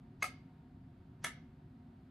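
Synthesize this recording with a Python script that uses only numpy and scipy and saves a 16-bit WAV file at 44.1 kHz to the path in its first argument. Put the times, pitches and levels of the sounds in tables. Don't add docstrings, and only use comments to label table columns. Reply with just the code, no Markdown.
import sys
import numpy as np
from scipy import signal
from scipy.fft import rfft, irfft
from scipy.io import wavfile

SR = 44100
rng = np.random.default_rng(int(sys.argv[2]) if len(sys.argv) > 2 else 0)


def inscribe(sig):
    pcm = np.round(np.clip(np.atleast_2d(sig).T, -1, 1) * 32767)
    wavfile.write(sys.argv[1], SR, pcm.astype(np.int16))


def ratio_of_db(decibels):
    return 10 ** (np.asarray(decibels, float) / 20)


N = 92610

# (frequency [Hz], density [dB per Hz])
HUM_SPECTRUM = [(20, -10), (47, -8), (152, -0.5), (193, -11), (262, -4), (302, -16.5), (363, -15),
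                (420, -40)]
HISS_SPECTRUM = [(380, 0), (800, -2), (1500, -4), (2200, -10.5), (2700, -12.5), (4600, -18), (5800, -27.5),
                 (15900, -33)]
SIDE_SPECTRUM = [(30, -3), (300, -10.5), (500, -3.5), (900, 1), (2000, -5.5), (4600, -16), (6000, -24),
                 (15900, -25)]
# (frequency [Hz], width [Hz], level [dB], side re mid [dB])
DUCT_MODES = [(164.8, 36, -64, -58.5), (226.4, 2.7, -68, -40), (259.1, 6.3, -66.5, -46.5),
              (374.8, 9.9, -77, -31), (721, 33, -77, -12.5), (927, 3.4, -83.5, 3)]
HUM_DB, HISS_DB, SIDE_DB = -57, -76, -82.5
FLUTTER_DB = -0.5

# (frequency [Hz], T60 [s])
ROOM_T60 = [(400, 0.21), (1000, 0.14), (2500, 0.16), (5000, 0.14), (10000, 0.16), (13000, 0.11),
            (16000, .1)]
# (frequency [Hz], side re mid [dB])
ROOM_SIDE = [(400, -23), (1300, -1.5), (2200, -3.5), (4000, -1.5), (12000, -0.5)]
# (case knock [dB], metal crack [dB])
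TICK_ROOM_DB = [-10, 1.5]
TOCK_ROOM_DB = [-5.5, 0]
BUILD_UP_S = 0.0091
LATE_DB, LATE_STRETCH, LATE_TOP_HZ = -10, 2.5, 6500

TICK_RING_HZ = [749, 1224, 1278, 2072, 2146, 2146, 2532, 2588, 4060, 4920]
TOCK_RING_HZ = [746, 891, 1230, 1320, 1631, 1773, 2105, 2157, 3292, 3378]
TICK_RING_S = [.238, .225, .225, .225, .225, .225, .225, .225, .227, .227]
TOCK_RING_S = [1.25, 1.245, 1.245, 1.25, 1.25, 1.252, 1.245, 1.26, 1.255, 1.255]
# (level [dB], T60 [s])
TICK_RINGS = [(-38.5, 0.12), (-61.5, 0.33), (-40.5, .14), (-51, 0.13), (-46, .11), (-61, 0.42),
              (-57.5, 0.22), (-49, 0.22), (-57.5, 0.17), (-57, .12)]
TOCK_RINGS = [(-58.5, .2), (-56, 0.13), (-47.5, .14), (-59.5, 0.29), (-54.5, .2), (-43, .13), (-47.5, .12),
              (-62.5, 0.33), (-56.5, .12), (-55, 0.11)]
RING_SWELL_S = 0.00067

# (time [s], knock level [dB], crack level [dB], dullness [dB per octave below 1600 Hz])
TICK_CONTACTS = [
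    (.2231, -28, -57, -0.5),
    (.2250, -27, -50.5, 0.5),
    (.2277, -30.5, -33.5, 1.5),
    (.2297, -33, -39, 1),
    (.2398, -36, -45, 7.5),
    (.2422, -34, -47, 7),
    (.2480, -41.5, -46, 4.5),
    (.2535, -40, -52.5, -2.5),
]
TOCK_CONTACTS = [
    (1.2412, -44, -45, -4),
    (1.2433, -28, -39, 4.5),
    (1.2448, -37, -32.5, 0.5),
    (1.2462, -35.5, -40, 4),
    (1.2485, -33, -44, 2),
    (1.2522, -39.5, -39.5, 1.5),
    (1.2591, -43, -49, -0.5),
    (1.2640, -40.5, -48.5, 2.5),
    (1.2680, -37.5, -48, 4),
]
# (frequency [Hz], level [dB], T60 [s])
TICK_MODES = [(739, -19, 0.031), (1280, -4, 0.018), (1700, -12, .012), (2136, -4.5, .014),
              (2470, -7.5, .012), (3980, -16.5, .01), (6437, -13.5, .01)]
TOCK_MODES = [(850, -23.5, 0.011), (1260, -7, .009), (1708, -4.5, 0.009), (2127, -2.5, 0.0074),
              (3360, -14, 0.019), (6100, -7.5, .006), (10800, -8, .005)]
# (frequency [Hz], density [dB per Hz])
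TICK_CRACK = [(300, -14), (900, -9), (2000, -8), (3200, -10.5), (6300, -12), (8000, -13.5), (11000, -14),
              (15800, -22.5)]
TOCK_CRACK = [(300, -14.5), (900, -4.5), (2000, -3), (3400, -10), (6000, -10), (8000, -14), (11000, -13),
              (15800, -38)]
CRACK_SWELL_S, CRACK_T60_S = 0.00045, 0.014
SCRAPE_RISE_S, SCRAPE_DB, SCRAPE_TOP_HZ = 0.0076, -53.5, 6900

MIC_LOW_HZ, MIC_TOP_HZ = 40, 15750


def rms_one(x):
    return x / np.sqrt(np.mean(x ** 2) + 1e-20)


def at_hz(points, hz):
    table_hz, values = np.array(points).T
    return np.interp(np.log(np.maximum(hz, 1)), np.log(table_hz), values)


def coloured_noise(spectrum):
    hz = np.fft.rfftfreq(N, 1 / SR)
    inside = (hz > spectrum[0][0]) & (hz < spectrum[-1][0])
    gain = ratio_of_db(at_hz(spectrum, hz)) * inside
    return rms_one(irfft(rfft(rng.standard_normal(N)) * gain, N))


def drift(rate_hz):
    points = rng.standard_normal(100)
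    return np.interp(np.arange(N) / SR * rate_hz, np.arange(100), points)


def resonator(drive, hz, t60_s):
    r, w = ratio_of_db(-60 / (t60_s * SR)), 2 * np.pi * hz / SR
    return signal.lfilter([0, np.sin(w)], [1, -2 * r * np.cos(w), r * r], drive + 1e-18)


def ventilation():
    rumble = ratio_of_db(HUM_DB + FLUTTER_DB * drift(12)) * coloured_noise(HUM_SPECTRUM)
    hiss = ratio_of_db(HISS_DB + FLUTTER_DB * drift(5.9)) * coloured_noise(HISS_SPECTRUM)
    out = np.array([rumble + hiss, ratio_of_db(SIDE_DB) * coloured_noise(SIDE_SPECTRUM)])
    for hz, width_hz, db, side_db in DUCT_MODES:
        noise = rng.standard_normal((2, N + SR))
        settled = resonator(noise, hz, 2.2 / width_hz)[:, SR:]
        out += ratio_of_db([[db], [db + side_db]]) * rms_one(settled)
    return out


def room(x):
    t = np.arange(SR) / SR
    white = rng.standard_normal((2, 2, SR))
    echo = np.zeros((2, SR))
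    edges_hz = 250 * 2 ** np.arange(0, 6.1, .5)
    for k, (low_hz, high_hz) in enumerate(zip(edges_hz, edges_hz[1:])):
        hz = np.sqrt(low_hz * high_hz)
        t60_s = at_hz(ROOM_T60, hz)
        early_power = ratio_of_db(-120 * t / t60_s)
        late_power = (hz < LATE_TOP_HZ) * ratio_of_db(2 * LATE_DB - 120 * t / t60_s / LATE_STRETCH)
        sos = signal.butter(2, [low_hz, high_hz], "band", fs=SR, output="sos")
        band = signal.sosfilt(sos, white[k % 2])
        echo += band * np.sqrt(early_power + late_power) * ratio_of_db([[0], [at_hz(ROOM_SIDE, hz)]])
    echo *= (1 - np.exp(-(t / BUILD_UP_S) ** 2)) / np.sqrt(SR / 100)
    return signal.fftconvolve(x[None], echo, axes=1)[:, :N]


def panel_rings(pitches_hz, starts_s, rings):
    out = np.zeros(N)
    for hz, start_s, (db, t60_s) in zip(pitches_hz, starts_s, rings):
        t = np.maximum(np.arange(N) / SR - start_s, 0)
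        envelope = ratio_of_db(db - 60 * t / t60_s) * (1 - np.exp(-t / RING_SWELL_S))
        out += envelope * np.sin(2 * np.pi * hz * t)
    return out


def case_knock(at, knock_db, dullness_db, modes):
    out = np.zeros(N)
    for hz, mode_db, t60_s in modes:
        clicks = np.zeros(N)
        clicks[at] = ratio_of_db(knock_db + mode_db + dullness_db * np.log2(1600 / hz))
        peak_gain = 2 * np.e * np.log(1000) / (t60_s * SR)
        out += resonator(resonator(clicks, hz, t60_s), hz, t60_s) * peak_gain
    return out


def crack_envelope(at, crack_db):
    bursts = np.zeros(N)
    bursts[at] = ratio_of_db(crack_db)
    rise = np.exp(-1 / (CRACK_SWELL_S * SR))
    decay = ratio_of_db(-60 / (CRACK_T60_S * SR))
    return signal.lfilter([1 - rise], np.polymul([1, -rise], [1, -decay]), bursts)


def tooth_scrape(metal, drop_s):
    t = np.arange(N) / SR - drop_s
    dull = signal.sosfilt(signal.butter(6, SCRAPE_TOP_HZ, fs=SR, output="sos"), metal)
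    return ratio_of_db(SCRAPE_DB) * np.exp(np.minimum(t, 0) / SCRAPE_RISE_S) * (t < 0) * dull


def beat(contacts, modes, crack_spectrum, room_db):
    time_s, knock_db, crack_db, dullness_db = np.transpose(contacts)
    at = (time_s * SR).astype(int)
    knock = case_knock(at, knock_db, dullness_db, modes)
    metal = coloured_noise(crack_spectrum)
    crack = crack_envelope(at, crack_db) * metal
    scrape = tooth_scrape(metal, time_s[1])
    wash = room(ratio_of_db(room_db[0]) * knock + ratio_of_db(room_db[1]) * crack)
    return wash + (knock + crack + scrape) * [[1], [0]]


def scene():
    mid, side = (ventilation()
                 + beat(TICK_CONTACTS, TICK_MODES, TICK_CRACK, TICK_ROOM_DB)
                 + beat(TOCK_CONTACTS, TOCK_MODES, TOCK_CRACK, TOCK_ROOM_DB))
    mid = mid + panel_rings(TICK_RING_HZ, TICK_RING_S, TICK_RINGS)
    mid = mid + panel_rings(TOCK_RING_HZ, TOCK_RING_S, TOCK_RINGS)
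    return np.array([mid + side, mid - side])


def top_cut(x):
    return signal.sosfilt(signal.butter(12, 16000, fs=SR, output="sos"), x)


def record(dry):
    cut = signal.sosfilt(signal.butter(4, MIC_LOW_HZ, "high", fs=SR, output="sos"), dry)
    cut = signal.sosfilt(signal.cheby2(12, 60, MIC_TOP_HZ + 250, fs=SR, output="sos"), cut)
    return top_cut(cut)


dry = scene()
out = record(dry)
inscribe(out)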